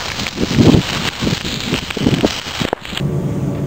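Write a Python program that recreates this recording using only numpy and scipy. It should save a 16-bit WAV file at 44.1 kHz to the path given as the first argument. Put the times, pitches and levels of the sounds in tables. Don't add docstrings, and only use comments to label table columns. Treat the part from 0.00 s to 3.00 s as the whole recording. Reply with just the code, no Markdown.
import sys
import numpy as np
from scipy import signal
from scipy.fft import rfft, irfft
from scipy.io import wavfile

SR = 44100
rng = np.random.default_rng(int(sys.argv[2]) if len(sys.argv) > 2 else 0)


def materialize(psi):
    bounded = np.clip(np.atleast_2d(psi).T, -1, 1)
    quanta = np.round(bounded * 32767).astype(np.int16)
    wavfile.write(sys.argv[1], SR, quanta)


def field_ratio(decibels):
    return 10 ** (np.asarray(decibels, dtype=float) / 20)


N = 132300

# t/s, level/dB, fine grit/dB, case ring/dB, coarse stones/dB
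ROLLING = [(0, -25, 11, -0.5, 6.5), (.2, -17.5, 3.5, -18, 1), (.5, -18.5, 7, -8, 2),
           (.75, -16.5, 3.5, -7, 0.5), (.97, -16, 2, -8, 3.5), (1.22, -14, 0.5, -9.5, 1.5),
           (1.43, -18, 1, -25, -1.5), (1.52, -16, -10, -20, -6), (1.72, -16, -1, -8.5, -2),
           (1.97, -22.5, 10, 2, 1.5), (2.2, -25.5, 8, -1.5, 4.5), (2.35, -18.5, 10.5, -2.5, 2),
           (2.63, -20, 6.5, 0.5, 3), (2.68, -15.5, -7, 4.5, 6.5), (2.78, -28, -30.5, -3, 18.5),
           (2.85, -19, -20, -7.5, -3.5), (2.95, -21, -5, -1, 2), (3, -20, -13, 14, 4.5)]


def evened(x):
    return x / np.sqrt(np.mean(x ** 2) + 1e-20)


def curve(points, column):
    table = np.array(points)
    return np.interp(np.arange(N) / SR, table[:, 0], table[:, column])


def coloured(x, points):
    f, db = np.transpose(points)
    hz = np.fft.rfftfreq(N, 1 / SR)
    gain = field_ratio(np.interp(np.log(hz + 1), np.log(f + 1), db))
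    return evened(irfft(rfft(x) * gain, N))


def drift(top_hz):
    hz = np.fft.rfftfreq(N, 1 / SR)
    lowpass = np.exp(-(hz / top_hz) ** 2) * (hz > 2)
    return evened(irfft(rfft(rng.standard_normal(N)) * lowpass, N))


def ring(hz, width_hz):
    t = np.arange(1500) / SR
    return np.exp(-np.pi * width_hz * t) * np.sin(2 * np.pi * hz * t)


def wavelet(hz, turns):
    t = np.arange(-.02, .02, 1 / SR)
    return np.exp(-(t * hz / turns) ** 2) * np.cos(2 * np.pi * hz * t)


def add(mix, start_s, sound):
    part = mix[max(round(start_s * SR), 0):][:len(sound)]
    part += sound[:len(part)]


def rumble():
    # f/Hz, gain/dB
    rumble_eq = [(12, -45), (20, 1.5), (81, 13), (215, 6), (451, -3), (513, 0), (600, -13), (780, -51),
                 (1320, -120)]
    lumps_db = 2.5 * drift(12)
    rolling_db = .5 * (curve(ROLLING, column=1) + 22)
    return field_ratio(-32 + lumps_db + rolling_db) * coloured(rng.standard_normal(N), rumble_eq)


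def wind():
    # f/Hz, gain/dB
    dull_eq = [(12, -63), (25, -24.5), (95, -7), (135, 0.5), (220, -0.5), (330, -15.5), (700, -46.5),
               (1500, -93.5)]
    sharp_eq = [(40, -50.5), (120, -17.5), (240, 4), (380, -1.5), (560, -11.5), (900, -21), (1500, -38.5),
                (3000, -90)]
    # middle t/s, half length/s, level/dB, sharp share (0-1)
    puffs = [(0.064, 0.011, -30.5, 0.57), (0.217, 0.034, -25.5, 0.24), (0.418, 0.039, -22.5, 0.66),
             (0.516, 0.15, -24, 0.3), (0.613, 0.037, -11, 0.34), (0.666, 0.018, -8, 0.51),
             (.69, 0.013, -6, 0.66), (0.719, 0.0085, -15.5, 0.33), (.755, 0.021, -5.5, 0.41),
             (0.793, .018, -14.5, 0.3), (0.991, 0.092, -25, 0.35), (1.264, 0.047, -18, 0.31),
             (1.333, 0.008, -12, 0.35), (1.46, 0.013, -24, 0.33), (1.55, 0.089, -27.5, 0.43),
             (1.673, 0.013, -26, 0.77), (1.731, 0.031, -17, 0.54), (1.83, 0.0094, -26, 0.27),
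             (1.971, 0.0052, -16.5, 0.76), (2.028, 0.026, -18, 0.44), (2.065, 0.0097, -10, 0.67),
             (2.088, 0.0052, -9.5, .5), (2.132, 0.023, -12.5, 0.38), (2.187, 0.022, -17, 0.47),
             (2.244, 0.016, -11.5, 0.56), (2.479, 0.013, -28, 0.5), (2.618, 0.011, -15, 0.36),
             (2.829, 0.014, -37, .3), (2.94, .025, -28.5, 0.44), (1.7, 0.034, -39, 0.2)]
    t = np.arange(N) / SR
    lumps = field_ratio(3.5 * drift(60.5))
    dull = lumps * coloured(rng.standard_normal(N), dull_eq)
    sharp = lumps * coloured(rng.standard_normal(N), sharp_eq)
    out = np.zeros(N)
    for middle_s, half_s, db, share in puffs:
        first = max(round((middle_s - 2 * half_s) * SR), 0)
        near = slice(first, round((middle_s + 2 * half_s) * SR))
        swell = np.exp(-abs((t[near] - middle_s) / half_s) ** 3)
        sharp_part = share * evened(swell * sharp[near])
        dull_part = (1 - share) * evened(swell * dull[near])
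        out[near] += field_ratio(db) * (sharp_part + dull_part)
    return out


def thuds():
    # t/s, peak/dB, f/Hz
    pushes = [
        (0.435, -1.5, 302),
        (1.274, -4, 356),
        (2.063, -16, 323),
        (2.248, 3, 480),
        (2.652, -3.5, 360),
        (2.686, -9.5, 1400),
        (2.7304, 5.5, 630),
    ]
    tail_db, width_hz = -13.5, 117
    out = np.zeros(N)
    for s, db, hz in pushes:
        add(out, s - .02, field_ratio(db) * wavelet(hz, turns=0.43))
        tail = ring(hz * 0.815, width_hz) + ring(hz * 1.68, 2 * width_hz)
        add(out, s, field_ratio(db + tail_db) * tail)
    return out


def gravel():
    # f/Hz, gain/dB
    grit_eq = [(150, -52), (320, -7.5), (900, -2.5), (1900, -3.5), (3000, 0.5), (4000, 4), (5500, -3),
               (7000, -14)]
    # f/Hz, width/Hz, level/dB
    case_modes = [(2470, 260, -12), (3010, 180, -3), (3290, 294, -1), (4100, 850, 1.5)]
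    grains_per_s, grain_spread_db, hiss_db = 2000, 3, -6
    cuts_per_s, swell_s, swell_db = 90, .007, 2.2
    coarse_hz, fine_hz = 1890, 4720
    hit, big, sign, which, cut, height = rng.random((N, 6)).T

    ramp = np.exp(-np.arange(3000) / SR / swell_s)
    cuts = height * (cut < cuts_per_s / SR)
    bed = signal.oaconvolve(cuts[::-1], ramp)[:N][::-1]
    bed_gain = field_ratio(swell_db * 2 * np.tanh(evened(bed - bed.mean()) / 2))

    size = field_ratio(grain_spread_db * np.minimum(-np.log(big + 1e-9), 4)) * np.sign(sign - .5)
    clicks = size * (hit < grains_per_s / SR)
    mode = (which * len(case_modes)).astype(int)
    rings = np.zeros(N)
    for k, (hz, width_hz, db) in enumerate(case_modes):
        rings += signal.oaconvolve(clicks * (mode == k), field_ratio(db) * ring(hz, width_hz))[:N]
    grit = coloured(evened(clicks) + field_ratio(hiss_db) * rng.standard_normal(N), grit_eq)

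    level_db, fine_db, ring_db, coarse_db = (curve(ROLLING, k) for k in range(1, 5))
    crunch = grit + field_ratio(ring_db) * evened(rings)
    low = signal.oaconvolve(crunch, signal.firwin(61, coarse_hz, fs=SR), "same")
    low_mid = signal.oaconvolve(crunch, signal.firwin(61, fine_hz, fs=SR), "same")
    crunch = field_ratio(coarse_db) * low + (low_mid - low) + field_ratio(fine_db) * (crunch - low_mid)
    return field_ratio(level_db) * evened(bed_gain * crunch)


def snaps():
    # t/s, peak/dB, f/Hz
    stones = [(0.1025, -12.0, 2280), (0.1191, -8.0, 2220), (0.2675, -6.0, 2580), (0.2802, -8.0, 3530),
              (0.2892, -10.0, 4110), (0.5479, -7.0, 2280), (0.7365, -9.0, 3700), (0.7423, -10.0, 3790),
              (1.0831, -5.0, 2950), (1.088, -5.0, 2800), (1.379, -8.0, 3660), (1.411, -9.0, 2330),
              (1.5157, -8.0, 4090), (1.5422, -9.0, 4030), (1.6052, -8.0, 4220), (1.742, -5.0, 2820),
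              (1.7623, -6.0, 2760), (1.7878, -7.0, 2930), (1.9057, -9.0, 2860), (1.9093, -5.0, 2800),
              (2.0463, -10.0, 2910), (2.1413, -7.0, 3210), (2.1863, -8.0, 3040), (2.2098, -8.0, 3140),
              (2.4165, -11.0, 3010), (2.6507, -6.0, 2970), (2.6866, -6.0, 3900), (2.7301, -14.0, 1810),
              (2.8545, -10.0, 2780), (2.9756, -5.0, 3290)]
    snap_db, width_hz, chip_db = 6, 800, -20
    before_s, after_s = .0012, .001
    t = np.arange(-.02, .02, 1 / SR)
    shape = np.exp(np.where(t < 0, t / before_s, -t / after_s))
    crack = np.arange(len(t)) == len(t) // 2
    out = np.zeros(N)
    for s, db, hz in stones:
        chips = field_ratio(chip_db) * rng.standard_normal(len(t)) * shape
        snap = np.convolve(chips + crack, ring(hz, width_hz))
        add(out, s - .0202, field_ratio(db + snap_db) * snap)
    return out


def gain_control():
    # t/s, depth/dB (negative = lift)
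    drops = [(0.289, 13), (0.558, 3.5), (0.743, 5), (1.09, 12), (1.382, 4.5), (1.418, 4), (1.446, -6),
             (1.548, 4.5), (1.795, 6.5), (1.913, 5.5), (2.4, 11.5), (2.655, 11.5), (2.69, 16.5), (2.733, 6),
             (2.979, 14)]
    recover_s = 0.098
    t = np.arange(N) / SR
    drop_db = np.zeros(N)
    for s, db in drops:
        drop_db += db * (t > s) * np.exp(-np.maximum(t - s, 0) / recover_s)
    return field_ratio(-drop_db)


def scene():
    steady = gain_control() * (rumble() + gravel())
    return (steady + wind() + thuds() + snaps())[None]


def roll_off(x):
    return signal.sosfilt(signal.butter(12, 16400, fs=SR, output="sos"), x)


def record(dry):
    knee, floor_db, step, edge_hz = .85, -48.5, 4, 15800
    x = signal.oaconvolve(dry[0], signal.firwin(61, 6000, fs=SR), "same")
    over = np.maximum(abs(x) - knee, 0)
    x = np.sign(x) * (np.minimum(abs(x), knee) + (1 - knee) * np.tanh(over / (1 - knee)))
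    x = x - .005
    x = x + field_ratio(floor_db) * rng.standard_normal(N)
    x = np.interp(np.arange(N), np.arange(0, N, step), x[::step])
    x = signal.oaconvolve(x, signal.firwin(511, edge_hz, window=("kaiser", 7), fs=SR), "same")
    return roll_off(x[None])


dry = scene()
out = record(dry)
materialize(out)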